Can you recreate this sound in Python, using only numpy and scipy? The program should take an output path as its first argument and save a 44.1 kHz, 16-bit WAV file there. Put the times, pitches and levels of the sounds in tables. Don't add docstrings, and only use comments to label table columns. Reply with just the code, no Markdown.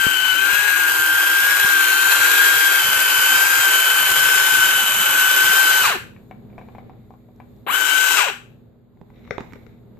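import sys
import numpy as np
from scipy import signal
from scipy.fft import rfft, irfft, next_fast_len
from scipy.io import wavfile
from scipy.ndimage import map_coordinates

SR = 44100
rng = np.random.default_rng(int(sys.argv[2]) if len(sys.argv) > 2 else 0)


def boost(x):
    u = np.asarray(x, float) / 20
    return 10 ** u


def unload_audio(sound):
    columns = np.transpose(np.atleast_2d(sound))
    steps = np.round(np.clip(columns, -1, 1) * 32767)
    wavfile.write(sys.argv[1], SR, steps.astype(np.int16))


N = 440559


def unit(x):
    return x / np.sqrt(np.mean(x ** 2) + 1e-20)


def along(points, hz):
    f, v = np.transpose(points)
    return np.interp(np.log(hz + 1), np.log(f + 1), v)


def curves(rows):
    s, *cols = np.transpose(rows)
    return [np.interp(np.arange(N) / SR, s, c) for c in cols]


def wobble(rate):
    coarse = np.arange(0, N + 16, 16)
    knots = rng.standard_normal(int(N * rate / SR) + 5)
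    return np.interp(np.arange(N), coarse, map_coordinates(knots, [coarse * rate / SR]))


def filtered(x, response):
    m = next_fast_len(N + SR // 2)
    return irfft(rfft(x, m) * response(np.fft.rfftfreq(m, 1 / SR)), m)[..., :N]


def modes(table):
    def response(f):
        total = 0
        for k, (centre, width, db) in enumerate(table):
            damping = 1j * f * width
            total = total + (-1) ** k * boost(db) * damping / (centre * centre - f * f + damping)
        return total
    return response


def sides(pan_db):
    gains = boost(np.array([pan_db / 2, -pan_db / 2]))
    return gains / np.sqrt(np.mean(gains ** 2, axis=0))


def ports(pair, alike, lead):
    def mix(hz):
        share = np.clip(along(alike, hz), 0, .99)
        return np.array([share * np.exp(-1j * along(lead, hz)), np.sqrt(1 - share ** 2)])
    right = filtered(pair, mix).sum(axis=0)
    return np.array([pair[0], right])


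def active(spans, fade_s=.011):
    t = np.arange(N) / SR
    return sum(np.clip((t - span[0]) / 0.0015, 0, 1) * np.clip((span[-1] - t) / fade_s, 0, 1)
               for span in spans)


# pressed t/s, released t/s, braking time/s at the first slope, standstill t/s
PEDAL = [
    (-0.5, 5.822, .143, 6.0),
    (7.664, 8.155, .164, 8.34),
]
SPIN_UP_S, STALL_PULL, KICK = .04, 1.12, .15
CRAWL, BRAKE_BEND = .25, .18
LOOSEN_S = 0.06


def pedal():
    t = np.arange(N) / SR
    share, coasting, tight = np.full(N, CRAWL), np.zeros(N), np.zeros(N)
    for pressed, released, brake_s, _ in PEDAL:
        since = np.clip(t - pressed, 0, None)
        rise = np.minimum(STALL_PULL - (STALL_PULL - KICK) * np.exp(-since / SPIN_UP_S), 1)
        braked = np.clip((t - released) / brake_s, 0, 1)
        fall = np.maximum(1 - braked + BRAKE_BEND * braked ** 2, CRAWL)
        share = np.where(t > pressed, rise * fall, share)
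        coasting = np.where(t > pressed, np.clip((t - released) / 0.021, 0, 1), coasting)
        tight = np.where(t > pressed, np.exp(-since / LOOSEN_S), tight)
    return share, coasting, tight


def turning():
    return active([(pressed, still) for pressed, _, _, still in PEDAL], fade_s=.04) ** 2


def slack_gear(coasting, shaft_hz):
    return coasting * np.clip(1 - shaft_hz / 150, 0, 1)


# t/s, tooth mesh f/Hz
SPEED = [(0, 1567), (.2, 1510), (.35, 1508), (.6, 1645), (1.05, 1570), (1.4, 1597), (1.53, 1632),
         (1.9, 1543), (2.38, 1608), (2.76, 1579), (2.82, 1531), (3.23, 1522), (3.55, 1598), (3.72, 1532),
         (5.3, 1510), (5.58, 1546), (5.8, 1514), (7.7, 1526)]
# t/s, tooth load level/dB, rattle past the hands level/dB, bite sharpness level/dB
EFFORT = [(0, -19.5, -28.5, -22.5), (.3, -18.5, -30.5, -20), (.38, -17.5, -30.5, -24.5),
          (.46, -16.5, -28.5, -30), (.6, -17.5, -27.5, -30.5), (.8, -17, -28, -39), (.92, -18, -28, -29),
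          (1.9, -16, -27, -28.5), (2.15, -18, -24.5, -25), (2.5, -15, -24.5, -23), (2.9, -20.5, -26, -23.5),
          (3.3, -17, -25, -22.5), (4.0, -19.5, -25.5, -21), (4.4, -16, -25, -29), (4.65, -15.5, -25.5, -22),
          (4.95, -26, -27, -25.5), (5.2, -17, -25.5, -27.5), (5.6, -14.5, -25, -25),
          (5.8, -17.5, -25.5, -20), (7.7, -18.5, -27.5, -24), (7.84, -17.5, -27.5, -26.5),
          (7.95, -17.5, -26.5, -28), (8.12, -17.5, -25.5, -33)]
# t/s, left-right level/dB
PHONE = [(0, 10.5), (.2, 15.5), (.65, 13), (1.0, 4), (2.0, 6.5), (5.9, 6), (7.7, 12.5), (7.8, 20),
         (8.3, 17.5)]
# turns of the shaft, level/dB under the mesh
ORDERS = [(2, -31.5), (2.5, -33.5), (3, -46), (6.3, -33), (7, -29.5), (9, -11), (11, -22.5), (19.7, -21.5),
          (30, -26.5), (40, -32)]
# f/Hz, level/dB
GLIDE = [(350, -4), (520, -9), (680, -8), (900, -3), (1170, 2), (1330, -6), (1780, -9), (2300, 2),
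         (2750, -2), (3800, -3)]
MESH_LAW, OCTAVE_LAW = 0.7, 0.24


def gear_whine():
    share, coasting, tight = pedal()
    speed_db = 20 * np.log10(share)
    load_db, _, bite_db = curves(EFFORT)
    pan_db, = curves(PHONE)
    loaded_hz, = curves(SPEED)
    away_db = pan_db - 5.0
    shaft_hz = loaded_hz * share / 10
    slack = slack_gear(coasting, shaft_hz)

    chatter = coasting * np.sqrt(1 - share)
    mesh_db = load_db + MESH_LAW * speed_db + 3 * chatter * wobble(60)
    off_resonance_db = 0.07 * np.clip(loaded_hz - 1516, 0, 44.85)
    sticking_db = -14 * coasting * np.clip((.4 - share) / 0.27, 0, 1)
    octave_db = bite_db + 0.9 * coasting * (-24 - bite_db)
    octave_db += 3 * chatter * wobble(70) - off_resonance_db + OCTAVE_LAW * speed_db + sticking_db

    steady = 2 * np.pi * np.cumsum(shaft_hz) / SR
    turn = steady + 0.081 * wobble(14) + 0.032 * wobble(40) + 0.029 * wobble(150)
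    turn += .1 * chatter * wobble(90)
    off_centre = 1 + 0.19 * np.sin(.19 * steady + 2 * wobble(8))
    off_centre += 0.12 * np.sin(.42 * steady + wobble(8))
    detuned_db = 1.3 * np.clip(shaft_hz - 155.5, 0, 4)

    def glide_db(order):
        return np.clip((1 - share) / .06, 0, 1) * along(GLIDE, order * shaft_hz)

    def tone(order, db, lead):
        return np.sqrt(2) * boost(db) * np.sin(order * turn + np.array([[lead], [0]]))

    first_db = mesh_db - .3 + glide_db(10) + 1.2 * wobble(30) + .7 * wobble(120)
    whine = off_centre * tone(10, first_db, lead=-1.2) * sides(pan_db)
    second_db = octave_db - 0.5 + glide_db(20) - detuned_db + 2.0 * wobble(40) + 1.5 * wobble(4.3)
    whine += tone(20, second_db, lead=0.67) * sides(3 + 1.1 * away_db)

    slow_db = 0.2 * np.clip(loaded_hz - 1567, -90, 0)
    for order, db in ORDERS:
        order_db = mesh_db + db + .6 * order * slack + glide_db(order) + 3 * wobble(25)
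        if order in (9, 11):
            order_db += slow_db
        if order > 19:
            order_db -= detuned_db + 12 * tight
        if order == 30:
            order_db += (1 - coasting) * (bite_db + 23.5)
        whine += tone(order, order_db, lead=-0.5) * sides(0.69 * pan_db)
    return turning() * whine


SWAY_DB, SWAY_HZ, SWAY_S = 2.12, 301.7, 0.4975
SWAY_FROM_HZ = 4100


def swayed(x):
    hz, t, z = signal.stft(x, SR, nperseg=512)
    knots = rng.standard_normal((2, 120, 60))
    at = np.meshgrid(np.clip(hz / SWAY_HZ, 0, 118), np.clip(t / SWAY_S, 0, 58), indexing="ij")
    both = (knots[0], 0.54 * knots[0] + .8 * knots[1])
    field = np.array([map_coordinates(k, at) for k in both])
    depth_db = SWAY_DB * np.clip(hz / SWAY_FROM_HZ, 0, 1)[:, None]
    return signal.istft(z * boost(depth_db * field), SR, nperseg=512)[1][:, :N]


# f/Hz, level/dB per Hz
HOUSING = [(59, -59.5), (100, -28.5), (233, -32.5), (386, -19), (697, -19.5), (1310, -8.5), (1520, -2),
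           (1880, -12), (2750, -8), (5170, -15.5), (7560, -12.5), (9740, -20), (12600, -12), (14500, -17),
           (15500, -63)]
# f/Hz, width/Hz, level/dB
SHELL = [(866, 110, -0.5), (2590, 210, -6.5), (4730, 200, -12.5), (6200, 440, -9.5), (7680, 250, -1.5),
         (9440, 240, -1.5), (12600, 660, -1.5)]
# f/Hz, share 0-1
ALIKE = [(100, 0.86), (600, 0.93), (1500, 0.38), (3000, 1), (5000, 0.18), (15000, 0.27)]
# f/Hz, angle/rad
LEAD = [(0, 2.5), (950, -0.5), (1550, 1), (2330, 0.76), (3100, 1.5), (3700, 2), (5250, -8.5), (6630, -12),
        (8100, -14), (10700, -12.5), (11300, -17.5), (12400, -8.5), (13100, -9), (15400, 2.5)]
# f/Hz, left-right level/dB
TILT = [(60, -7.5), (110, -6.5), (200, 3.5), (380, 3), (700, 1), (1290, 0.5), (2380, 1.5), (4400, 0.5),
        (8120, 11), (12400, -8), (14500, -8)]
# t/s, level/dB
CUP = [(0, 2.5), (.35, 3), (.55, 5), (.78, 3.5), (.9, -2.5), (1.8, 1), (2.1, 1), (2.9, 0), (3.2, -0.5),
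       (3.6, 0.5), (5.8, -0.5), (7.7, -2.5), (7.9, 5.5), (8.1, 1.5)]
# f/Hz, width/Hz, level/dB
HOLLOW = [(2450, 800, -0.5)]
BODY_LAW, BUZZ_LAW, FIZZ_LAW = 1, 2.02, 1.9
COAST_DB, JERK_DB, LOOSEN_DB = 5.5, 6.5, -15
BODY_SHADE, FIZZ_SHADE = 0.07, 0.15
BUZZ_DB, BUZZ_GROWS = 4.5, 1.4


def housing_rattle():
    share, coasting, tight = pedal()
    speed_db = 20 * np.log10(share)
    _, loose_db, _ = curves(EFFORT)
    pan_db, = curves(PHONE)
    away_db = pan_db - 5.0
    slack = slack_gear(coasting, curves(SPEED)[0] * share / 10)

    body_db = loose_db - BODY_SHADE * away_db + BODY_LAW * speed_db + JERK_DB * tight + COAST_DB * coasting
    buzz_db = -26 + BUZZ_GROWS * (loose_db + 26) + BUZZ_DB + BUZZ_LAW * speed_db
    buzz_db += LOOSEN_DB * tight + COAST_DB * coasting
    fizz_db = loose_db - FIZZ_SHADE * away_db + FIZZ_LAW * speed_db

    bursts = boost(0.25 * wobble(20) + 0.7 * wobble(70) + 1.3 * wobble(400) + 3.5 * slack * wobble(90))
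    teeth = ports(unit(bursts) * rng.standard_normal((2, N)), ALIKE, LEAD)

    def colour(hz):
        return boost(along(HOUSING, hz)) * (1 + np.abs(modes(SHELL)(hz))) * sides(along(TILT, hz))

    def above(hz, edge_hz):
        return 1 / (1 + (edge_hz / (hz + 1)) ** 8)

    low = filtered(teeth, lambda hz: colour(hz) * (1 - above(hz, 3710)))
    middle = filtered(teeth, lambda hz: colour(hz) * (above(hz, 3600) - above(hz, 8880)))
    high = filtered(teeth, lambda hz: colour(hz) * above(hz, 9040))
    body = boost(body_db + 4.0) * unit(low)
    body += (boost(curves(CUP)[0]) - 1) * filtered(body, lambda hz: np.abs(modes(HOLLOW)(hz)) ** 2)
    buzz = boost(buzz_db - 6.5) * unit(middle)
    fizz = boost(fizz_db + 2.5) * unit(high)
    return turning() * sides(0.34 * (pan_db - 4.0)) * swayed(body + buzz + fizz)


def contacts(events, body, dull_db, bright_db, thud_db, snap_db, soft_left, burst_s, soft_hz):
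    dull, bright, snap, thuds = np.zeros((4, 2, N + SR))
    t = np.arange(SR // 10) / SR
    for s, db, brightness_db, pan_db, thud_hz in events:
        pan = sides(np.array([pan_db]))
        blow = boost(-60 * t / burst_s) * rng.standard_normal(len(t)) - 7 * (t == 0)
        blow = pan * blow / np.linalg.norm(blow)
        thud = boost(db + thud_db - 60 * t * thud_hz / 12) * np.sin(2 * np.pi * thud_hz * t)
        at = round((s + .0012) * SR)
        dull[:, at:][:, :len(t)] += boost(db + dull_db) * blow
        bright[:, at:][:, :len(t)] += boost(db + brightness_db + bright_db) * blow
        snap[:, at] -= boost(db + snap_db - soft_left * pan_db) * sides(pan_db)
        thuds[:, at:][:, :len(t)] -= pan * thud
    rung = filtered(dull[:, :N], modes(body[0])) + filtered(bright[:, :N], modes(body[1]))
    rung = filtered(rung, lambda hz: 1 / (1 + 1j * hz / soft_hz) ** 2)
    snap = filtered(snap[:, :N], lambda hz: 1 / (1 + 1j * hz / 2800) ** 4)
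    return rung + snap + thuds[:, :N]


# t/s, peak level/dB, brightness level/dB, left-right level/dB, thud f/Hz
TAPS = [(6.162, -44, -2, 5, 1050), (6.31, -29, -10.5, 6.5, 715), (6.499, -47, -8, 6.5, 630),
        (6.527, -46, -12, 2.0, 603), (6.579, -31, -13, 2.0, 730), (6.585, -29.5, -15, 5, 720),
        (6.612, -34.5, -10, 6, 802), (6.685, -36, -13, 3, 800), (6.749, -31.5, -14, 3, 799),
        (6.782, -30.5, -12.5, 6, 708), (6.895, -33.5, -21, 2.5, 800), (7.105, -34.5, -29.5, 5, 770),
        (7.138, -38.5, -27, 3.0, 784), (7.286, -45, -26, 1, 627), (7.4, -32, -12.5, 6.5, 806)]
# f/Hz, width/Hz, level/dB
CLAY = [(255, 170, -12), (760, 50, 3), (850, 86, -4.5), (1070, 110, -3)], [(1510, 330, -1), (2320, 220, 8),
        (3850, 500, -12)]


def clay_taps():
    return contacts(TAPS, CLAY, dull_db=32.5, bright_db=35.0, thud_db=2.0, snap_db=-15, soft_left=.01,
                    burst_s=0.06, soft_hz=2300)


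# t/s, peak level/dB, brightness level/dB, left-right level/dB, thud f/Hz
KNOCKS = [(8.971, -43, -17, 2, 240), (9.0125, -28, -22, -7, 171), (9.101, -37, -13, 5, 197),
          (9.249, -51, 3, 3.5, 215), (9.275, -33, -10, 11, 196), (9.3073, -12.5, -2.5, 9, 530),
          (9.380, -12.5, -7.5, -9, 395), (9.405, -20, -6.5, 2, 237), (9.522, -37, -2, -6, 277),
          (9.533, -29, -1, -13, 277), (9.555, -30, -9, 11, 242), (9.664, -39, -2, 16, 228),
          (9.970, -42.5, -13, 3, 229.4)]
# f/Hz, width/Hz, level/dB
TRAY = [(129.4, 60, -5), (403, 27, 4.5), (506, 72, 1.5), (900, 170, -3)], [(1290, 350, 5), (2150, 380, 5),
        (2900, 500, -6.5), (3670, 340, -4), (5300, 1500, -11.5), (7060, 900, -7.5)]


def tool_knocks():
    return contacts(KNOCKS, TRAY, dull_db=28.0, bright_db=23.5, thud_db=-7.0, snap_db=5.0, soft_left=0.65,
                    burst_s=0.018, soft_hz=4800)


# t/s, peak level/dB, left-right level/dB
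TICKS = [
    (6.3106, -48, -4.0),
    (6.5844, -53, -3.5),
    (6.5934, -54, -1.0),
    (6.7825, -55, -2.5),
    (7.3622, -53, -6.0),
    (7.5647, -58, 0.5),
    (9.3087, -32, 9.0),
    (9.3801, -37, -7.0),
    (9.4055, -49, -0.5),
    (9.5327, -48, -13),
]
CRACK = [(1500, -20), (3500, 0), (7000, -1), (9500, -10), (12500, 0), (14500, -3)], .006


def ticks():
    colour, t60_s = CRACK
    out, t = np.zeros((2, N + SR)), np.arange(SR // 50) / SR
    for s, db, pan_db in TICKS:
        crack = boost(db - 60 * t / t60_s) * rng.standard_normal(len(t))
        out[:, round(s * SR):][:, :len(t)] += sides(np.array([pan_db])) * crack
    return filtered(out[:, :N], lambda hz: boost(along(colour, hz)))


# start t/s, firmest t/s, end t/s, level/dB
SCRAPE = [
    (6.45, 6.595, 7.7, -67.5),
    (9.09, 9.173, 10, -62),
    (9.24, 9.255, 9.3, -51),
    (9.43, 9.6, 9.8, -64),
]
# f/Hz, width/Hz, level/dB
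SPONGE = [(1200, 700, -6), (2200, 570, 0.5), (3800, 550, -3), (5600, 700, -10), (7000, 900, -14)]
# f/Hz, share 0-1
AIR_ALIKE = [(60, 0.95), (240, 0.27), (950, 0.44), (3770, 0.12), (15000, 0.01)]
SCRAPE_EDGE_DB = -18


def scrape():
    grit = boost(2.5 * wobble(150))
    grains = grit * ports(rng.standard_normal((2, N)), AIR_ALIKE, [(100, 0)])
    touch = []
    for start, firm, end, db in SCRAPE:
        touch += [(start, db + SCRAPE_EDGE_DB), (firm, db), (end, db + SCRAPE_EDGE_DB)]
    rustle = unit(filtered(grains, lambda hz: modes(SPONGE)(hz) ** 2))
    return active([row[:3] for row in SCRAPE]) * boost(curves(touch)[0]) * rustle


# t/s, peak level/dB, left-right level/dB, push length/s
BUMPS = [
    (0.067, -13, 26, 0.00081),
    (0.533, -31.5, 18, 0.0017),
    (1.646, -25.5, 4, 0.0011),
    (2.889, -31.5, -2, 0.0014),
]


def bumps():
    out = np.zeros((2, N + SR))
    for s, db, pan_db, push_s in BUMPS:
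        u = np.arange(SR // 20) / SR / push_s
        push = u * (2 - u) * np.exp(-u)
        out[:, round(s * SR):][:, :len(u)] += boost(db + 8.5) * sides(np.array([pan_db])) * push
    return out[:, :N]


# f/Hz, time to fall 60 dB (s)
ROOM = [(200, 0.17), (1000, 0.37), (4000, 0.35), (12000, 0.31)]


def room(x):
    hz, t, z = signal.stft(rng.standard_normal((2, SR // 2)), SR, nperseg=256)
    tail = signal.istft(z * boost(-60 * t / along(ROOM, hz)[:, None]), SR, nperseg=256)[1]
    later = np.pad(x, ((0, 0), (200, 0)))
    return signal.fftconvolve(later, tail / np.linalg.norm(tail[0]), axes=1)[:, :N]


# t/s, room level/dB
FLOOR = [(0, -50), (5.9, -48), (6.2, -49), (6.6, -47), (7, -49), (7.6, -49), (8, -56.5), (8.5, -50.5),
         (8.9, -56.5), (9.2, -48.5), (9.5, -48), (9.99, -51)]
# f/Hz, level/dB per Hz
AIR = [(15, -30), (25, -12.5), (59, -14), (108, -3.5), (165, -7.5), (229, -4), (306, -18.5), (399, -11.5),
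       (991, -29.5), (3140, -45.5), (3670, -41), (5000, -55), (6500, -89), (11000, -120)]
# f/Hz, level/dB over the floor
HUM = [(59.5, -10.5), (102.3, -12), (119.5, -3.5), (204.6, -9), (241, -5), (321, -12.5), (412, -15.5)]
# f/Hz, level/dB per Hz
HISS = [(1760, -49.5), (3000, -21), (3560, -6.5), (4090, -6.5), (5570, -23), (5800, -27.5), (6940, -6.5),
        (7480, -12.5), (10800, -23.5), (11500, -9.5), (12400, -3.5), (14600, -12), (15500, -29)]
HISS_DB, HISS_GROWS = -73.5, 1.6


def background():
    t = np.arange(N) / SR
    room_db, = curves(FLOOR)
    hiss_db = HISS_DB + HISS_GROWS * (room_db + 50.0)
    air = ports(rng.standard_normal((2, N)), AIR_ALIKE, [(100, 0.0028)])
    air = boost(1.5 * wobble(5.4) + 2.0) * unit(filtered(air, lambda hz: boost(along(AIR, hz))))
    hum = np.zeros(N)
    for hz, db in HUM:
        hum += boost(db + 2.0 + 0.66 * wobble(2.0)) * np.sin(2 * np.pi * hz * t + .2 * wobble(3))
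    hiss = unit(filtered(rng.standard_normal((2, N)), lambda hz: boost(along(HISS, hz))))
    return boost(room_db) * (air + hum) + boost(hiss_db + 1.5 * wobble(5.5)) * hiss


def scene():
    whine, rattle = gear_whine(), housing_rattle()
    taps, knocks = clay_taps(), tool_knocks()
    far = boost(-19) * whine + boost(-5.0) * rattle + boost(-6.5) * (taps + knocks)
    near = whine + rattle + taps + knocks + ticks() + scrape() + bumps()
    return near + room(far) + background()


# f/Hz, width/Hz, level/dB
RIGHT_DIPS = [(7250, 300, -4), (8700, 360, -11), (9750, 200, -5)]
TOP_HZ = 14620


def treble_by_side(hz):
    dip_db = sum(db * np.exp(-((hz - centre) / width) ** 2) for centre, width, db in RIGHT_DIPS)
    return boost(np.array([0 * hz, dip_db]) - np.clip(hz - TOP_HZ, 0, 600) * .13)


# f/Hz, level/dB under the whole frame
STARVE = [(40, -33), (130, -33.5), (220, -31), (300, -36), (700, -35), (800, -79.5)]
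# f/Hz, level/dB
STARVE_HIGH = [(3900, -70), (4200, -35), (5300, -36), (6500, -37.5), (10300, -37.5), (11200, -40),
               (14500, -43)]
# f/Hz, level/dB
QUIET_DROP = [(5000, -130), (5500, -104), (6200, -104), (6600, -130), (7800, -130), (8200, -102),
              (11000, -102), (11600, -130)]
LOUD_FRAME_DB = -32


def starved(x):
    hz, _, z = signal.stft(x, SR, "cosine", nperseg=2048)
    hz = hz[:1024]
    power = np.abs(z) ** 2
    frame = power.sum(axis=1, keepdims=True)
    bands = power[:, :1024].reshape(2, 256, 4, -1).sum(axis=2)
    bands = np.repeat(bands, 4, axis=1)
    high_db = np.where(frame > boost(2 * LOUD_FRAME_DB), along(STARVE_HIGH, hz)[:, None], -99)
    least_db = np.maximum(along(STARVE, hz)[:, None], high_db)
    margin_db = 10 * np.log10(bands / frame + 1e-12) - least_db
    quiet_margin_db = 10 * np.log10(bands + 1e-20) - along(QUIET_DROP, hz)[:, None]
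    margin_db = np.minimum(margin_db, quiet_margin_db)
    kept = 1 / (1 + np.exp(np.clip(-margin_db / 0.43, -30, 30)))
    kept = np.pad(kept, ((0, 0), (0, 1), (0, 0)))
    return signal.istft(z * kept, SR, "cosine", nperseg=2048)[1][:, :N]


def roll_off(x):
    return signal.sosfilt(signal.butter(12, 15830, fs=SR, output="sos"), x)


def record(dry):
    ceiling = .93
    rounded = dry / (1 + np.abs(dry / ceiling) ** 6) ** (1 / 6)
    mix = starved(filtered(rounded, treble_by_side))
    return roll_off(mix)


dry = scene()
out = record(dry)
unload_audio(out)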